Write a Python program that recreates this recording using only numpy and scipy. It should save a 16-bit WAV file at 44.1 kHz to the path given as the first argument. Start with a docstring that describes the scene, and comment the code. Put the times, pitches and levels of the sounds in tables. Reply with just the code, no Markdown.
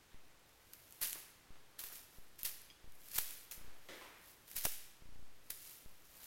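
"""A feather wand with crisp streamers, swung and flicked about a kitten on a carpeted perch, close to the
microphone of a small camera. The foil buckles in tiny crackles: a swing swells and fades, a flick is a
sudden shower that settles. Paws rub the carpet, the stick clicks, and twice the toy slaps down hard.
Wood knocks farther off in the bare-walled room, and soft low ticks sound over a quiet hiss."""
import sys
import numpy as np
from scipy import signal
from scipy.fft import rfft, irfft, next_fast_len
from scipy.io import wavfile
from scipy.ndimage import uniform_filter1d, map_coordinates

SR = 44100
rng = np.random.default_rng(int(sys.argv[2]) if len(sys.argv) > 2 else 0)


def inscribe(sig):
    """Save sig as 16-bit PCM at rate SR to the path in sys.argv[1].

    A 1-D sig is mono; a 2-D sig holds one channel per row.
    Samples are clipped to [-1, 1] before scaling.
    """
    pcm = np.round(np.clip(np.atleast_2d(sig).T, -1, 1) * 32767)
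    wavfile.write(sys.argv[1], SR, pcm.astype(np.int16))


N = 276066


def amp(db):
    """Decibels to gain."""
    return 10 ** (np.asarray(db) / 20)


def unit(x):
    """Scale to rms 1."""
    return x / np.sqrt(np.mean(x ** 2) + 1e-20)


def along(points, hz):
    """Read (Hz, value) points on a log frequency axis."""
    freqs, values = np.transpose(points)
    return np.interp(np.log(hz + 1), np.log(freqs), values)


def add(track, s, sound):
    """Mix a short sound into the track at time s."""
    start = max(round(s * SR), 0)
    part = track[start:start + len(sound)]
    part += sound[:len(part)]


def coloured(x, spectrum):
    """Causal filter with this spectral shape; white noise keeps its power."""
    size = 2 * next_fast_len(N // 2 + SR // 4)
    gain = unit(amp(along(spectrum, np.fft.rfftfreq(size, 1 / SR))))
    cepstrum = irfft(np.log(gain + 1e-6))
    cepstrum[1:size // 2] *= 2  # fold to minimum phase
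    cepstrum[size // 2 + 1:] = 0
    return irfft(rfft(x, size) * np.exp(rfft(cepstrum)), size)[:N]


def burst(t60):
    """A puff of noise that falls 60 dB in t60 seconds."""
    t = np.arange(SR // 20) / SR
    return rng.standard_normal(len(t)) * amp(-60 * t / t60)


def swell(s, db, rise, fall):
    """Power of a stroke that rises to its crest at time s and falls away."""
    t = np.arange(N) / SR
    from_crest = np.maximum((s - t) / rise, (t - s) / fall)
    return amp(db - 60 * np.minimum(from_crest, 2)) ** 2


def swells(rows, fall_ratio):
    """Summed power of strokes that each take fall_ratio times as long to fall as to rise."""
    return sum(swell(s, db, rise, fall_ratio * rise) for s, db, rise in rows)


def hiss():
    """Steady room air and microphone hiss."""
    # noise floor (frequency [Hz], relative level [dB])
    spectrum = [(30, -1.5), (60, -4), (130, -7), (220, -10), (340, -8.5), (600, -11.5), (1000, -12.5),
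                (2000, -14), (3500, -17), (8000, -22), (15500, -27.5)]
    return amp(-67.2) * unit(coloured(rng.standard_normal(N), spectrum))


def room(x, delay_s=.005):
    """Diffuse answer of the bare walls: the energy of each band lingers as fading noise."""
    # reverberation (frequency [Hz], time to fall 60 dB [s])
    decay_times = [(150, .5), (500, 0.78), (1500, 1.23), (4000, 0.88), (9000, 0.66), (15000, 0.38)]
    hz, t, bands = signal.stft(x, SR, nperseg=256)
    fade = amp(-60 * t[t < 1] / along(decay_times, hz)[:, None]) ** 2
    fade /= fade.sum(axis=1, keepdims=True)
    energy = uniform_filter1d(np.abs(bands) ** 2, size=3, axis=0)
    lingering = signal.fftconvolve(energy, fade, axes=1)[:, :len(t)]
    noise = signal.stft(rng.standard_normal(N), SR, nperseg=256)[2]
    wet = signal.istft(np.sqrt(np.abs(lingering)) * noise / noise.std(), SR, nperseg=256)[1]
    return np.pad(wet, (round(delay_s * SR), 0))[:N]


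def knocks(walls_db=10):
    """Well damped wood knocks across the room, reaching the microphone mostly by way of the walls."""
    # blows on the wood (time [s], level [dB], thud over clack [dB])
    blows = [(.102, -66, -18), (3.887, -48.5, -1.5), (3.935, -57, -4), (4.012, -52.5, -12),
             (4.141, -62, -16)]
    # the bright clack (frequency [Hz], relative level [dB])
    clack_spectrum = [(300, -12), (750, -4), (1050, 0), (1400, 1.5), (1750, 3.5), (2080, 2.5), (2400, -4),
                      (3500, -3), (4500, -8.5), (9000, -18), (15000, -28)]
    # the low thud of a heavy blow (frequency [Hz], relative level [dB])
    thud_spectrum = [(80, -28), (180, -12), (280, -3), (420, -1), (560, -2.5), (750, -12), (1500, -36)]
    clacks, thuds = np.zeros(N), np.zeros(N)
    for s, db, thud_db in blows:
        add(clacks, s, amp(db) * burst(t60=0.034))
        add(thuds, s, amp(db + thud_db) * burst(t60=0.03))
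    clacks = coloured(clacks, clack_spectrum)
    clacks += amp(walls_db) * room(clacks)
    thuds += amp(walls_db) * room(thuds)
    return clacks + coloured(thuds, thud_spectrum)


def ticks(gap_s=.03417, relax_s=0.098, edge_hz=650):
    """Rounded jumps of the baseline that relax: soft low ticks, singly or in evenly spaced runs."""
    # runs of ticks (time [s], ticks [count], signed jump [linear])
    runs = [(.1444, 1, -0.0042), (1.0185, 1, 0.0018), (1.5057, 1, -0.0044), (1.842, 1, 0.0018),
            (2.1855, 1, -0.0043), (2.433, 1, 0.0025), (2.4518, 1, 0.0025), (2.8432, 2, -0.0036),
            (3.1585, 1, 0.0029), (3.1866, 1, 0.0068), (3.5787, 4, -0.0035), (4.558, 1, 0.0027),
            (4.5804, 1, 0.0027), (4.6534, 1, 0.011), (5.0226, 7, -0.0031), (5.505, 1, 0.0023),
            (5.8605, 1, -0.0046)]
    jumps = np.zeros(N)
    for s, count, jump in runs:
        for k in range(round(count)):
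            add(jumps, s + k * gap_s, np.array([jump]))
    rounded = signal.lfilter(*signal.butter(1, edge_hz, fs=SR), jumps)
    return signal.lfilter([1], [1, -np.exp(-1 / (relax_s * SR))], rounded)


def wand_motion(flick_rise_s=.021, settle_db=-17, settle_s=0.56, idle_turns_per_s=3):
    """How hard the streamers shake: swings, flicks, the settling after each flick, a faint idle stir."""
    # sudden flicks (crest time [s], level [dB], time to fall 60 dB [s])
    flicks = [(0.736, -55, 0.06), (1.017, -37, .5), (1.793, -45.5, .3), (1.84, -48.5, .3),
              (2.39, -51.5, .35), (2.452, -33.5, .15), (3.186, -30.5, .04), (3.516, -46, .22),
              (4.477, -58, .3), (4.559, -42, .1), (4.567, -35.5, .07), (4.581, -38, .09),
              (4.655, -27.5, 0.01), (5.506, -37.5, .05)]
    # smooth swings (crest time [s], level [dB], time to rise 60 dB [s])
    swings = [(.8, -67, 1.5), (.97, -65, .9), (1.955, -51, .3), (2.16, -64.5, .42), (3.06, -61, .65),
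              (3.167, -39.5, 0.24), (3.32, -52.5, .52), (3.97, -64.5, 1.3), (4.29, -60, .38),
              (4.53, -55.5, .27), (4.647, -41, .15), (5.675, -53, .66), (6.245, -56.5, .9)]
    flicking = sum(swell(s, db, flick_rise_s, fall) for s, db, fall in flicks)
    settling = sum(swell(s, db + settle_db, flick_rise_s, settle_s) for s, db, _ in flicks)
    wander = map_coordinates(rng.standard_normal(N), [np.arange(N) * idle_turns_per_s / SR])
    idle = amp(-81 + 3 * wander) ** 2  # the dangling toy never hangs quite still
    return np.sqrt(flicking + settling + swells(swings, fall_ratio=1.12) + idle)


def crackles(per_s, spread_db, life_s):
    """A shower of tiny noise grains of uneven size, rms 1."""
    sizes = amp(spread_db * np.minimum(rng.standard_normal(N), 1))
    onsets = (rng.random(N) < per_s / SR) * sizes
    power = signal.lfilter([1], [1, -np.exp(-2 / (life_s * SR))], onsets ** 2)
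    return unit(np.sqrt(power) * rng.standard_normal(N))


def small_snaps(motion, per_s=32, spread_db=3, crest_db=-23, growth=.74):
    """Chance snaps (time [s], level [dB]); growing less than the rustle, they mark gentle motion."""
    at = np.flatnonzero(rng.random(N) < per_s / SR)
    scatter_db = spread_db * rng.standard_normal(N)[at]
    motion_db = 20 * np.log10(motion[at] / motion.max())
    return list(zip(at / SR, crest_db + growth * motion_db + scatter_db))


def streamers(resonance=1.3):
    """Foil streamers buckle close to the microphone; the harder the motion, the louder they crackle."""
    # loud snaps of single streamers (time [s], level [dB])
    loud_snaps = [(.7345, -36), (.9245, -36.5), (1.0153, -24), (1.0332, -23), (1.1302, -21.5), (1.792, -30),
                  (1.838, -27.5), (1.87, -33), (2.4325, -22), (2.618, -40), (2.9222, -40.5), (3.158, -26),
                  (3.1812, -22), (3.186, -18), (3.3087, -30.5), (3.513, -31), (4.5147, -28.5),
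                  (4.5645, -24), (4.6115, -28), (4.652, -15.5), (4.6558, -17.5), (5.504, -24),
                  (6.2423, -39)]
    # crackling foil (frequency [Hz], relative level [dB])
    spectrum = [(100, -24), (400, -16), (1100, -13.5), (1800, -6.5), (3500, -5.5), (5500, -4), (8500, -5.5),
                (11000, -0.5), (13000, 1.1), (15800, -4)]
    motion = wand_motion()
    grains = crackles(per_s=1500, spread_db=4.0, life_s=0.00048)
    rustle = motion * (grains + 0.43 * rng.standard_normal(N))
    snaps = np.zeros(N)
    for s, db in loud_snaps + small_snaps(motion):
        snap = burst(t60=.004) + .12 * burst(t60=.02)
        # every buckling patch of foil has its own size, hence its own brief pitch
        patch = signal.iirpeak(rng.uniform(6100, 15400), Q=5, fs=SR)
        snap += resonance * signal.lfilter(*patch, snap)
        add(snaps, s, amp(db - 1.3) * snap / np.abs(snap).max())
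    return coloured(amp(-.3) * rustle + snaps, spectrum)


def paws():
    """Carpet fibres slip under the kitten's paws: a close, dull, fine-grained rub."""
    # rubs of paws and fur (crest time [s], level [dB], time to rise 60 dB [s])
    rubs = [(1.02, -57, .08), (1.156, -57, 0.12), (1.24, -68.5, 0.2), (1.56, -67.5, .35), (1.8, -64, 0.24),
            (1.91, -64, .5), (2.16, -70.5, 0.06), (3.66, -65.5, 1.1), (6.22, -70, 1)]
    # rubbed carpet (frequency [Hz], relative level [dB])
    spectrum = [(100, -15), (300, -3), (550, -2), (1500, -1.5), (2200, -4.5), (4000, -9), (15000, -34)]
    rubbing = np.sqrt(swells(rubs, fall_ratio=1.63))
    return coloured(rubbing * crackles(per_s=2500, spread_db=4, life_s=.001), spectrum)


def stick():
    """The wand's thin stick clicks and bounces once, its modes struck a little differently each time."""
    # the click and its bounce (time [s], level [dB])
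    clicks = [(2.7015, -48), (2.709, -53)]
    # modes of the stick (frequency [Hz], relative level [dB], time to fall 60 dB [s])
    modes = [(2300, -2, .012), (3285, -2, 0.033), (3340, -22, .45), (4930, -5, .025), (6300, -7, .015)]
    t = np.arange(SR // 4) / SR
    track = np.zeros(N)
    for s, db in clicks:
        for hz, mode_db, t60 in modes:
            envelope = amp(db - 2.5 + mode_db + rng.normal(0, 1) - 60 * t / t60)
            add(track, s, envelope * np.sin(2 * np.pi * (hz * t + rng.random())))
    return track


def slaps(contact_s=.0012):
    """The soft body of the toy lands: one low push of air and a dull, dry pat."""
    # impacts of the two landings (time [s], pat level [dB], push level [dB])
    impacts = [(3.1813, -42, -60), (3.186, -36.5, -52), (4.653, -31.5, -27), (4.6559, -36, -42),
               (4.666, -42, -50)]
    # the pat (frequency [Hz], relative level [dB])
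    spectrum = [(40, -18), (120, -12), (220, -5.5), (420, 1), (800, -1.5), (1100, -2), (1500, 0),
                (2200, -11), (6000, -29), (15000, -42)]
    age = np.arange(SR // 20) / SR / contact_s  # in contact times
    push = age * (1 - age / 2) * np.exp(-age)
    pats, pushes = np.zeros(N), np.zeros(N)
    for s, db, push_db in impacts:
        add(pats, s, amp(db) * burst(t60=0.013))
        add(pushes, s, amp(push_db) * push)
    return coloured(pats, spectrum) + pushes


def scene():
    """Mono, from beside the perch: the near sounds are mostly dry, with a faint answer from the walls."""
    near = streamers() + stick() + paws()
    return (near + amp(-7.5) * room(near) + slaps() + knocks() + ticks() + hiss())[None]


def record(dry):
    """The small camera keeps nothing above its band limit."""
    top_hz = 15950
    size = next_fast_len(N + SR)
    passband = np.fft.rfftfreq(size, 1 / SR) < top_hz
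    return irfft(rfft(dry, size) * passband, size)[:, :N]


dry = scene()
out = record(dry)
inscribe(out)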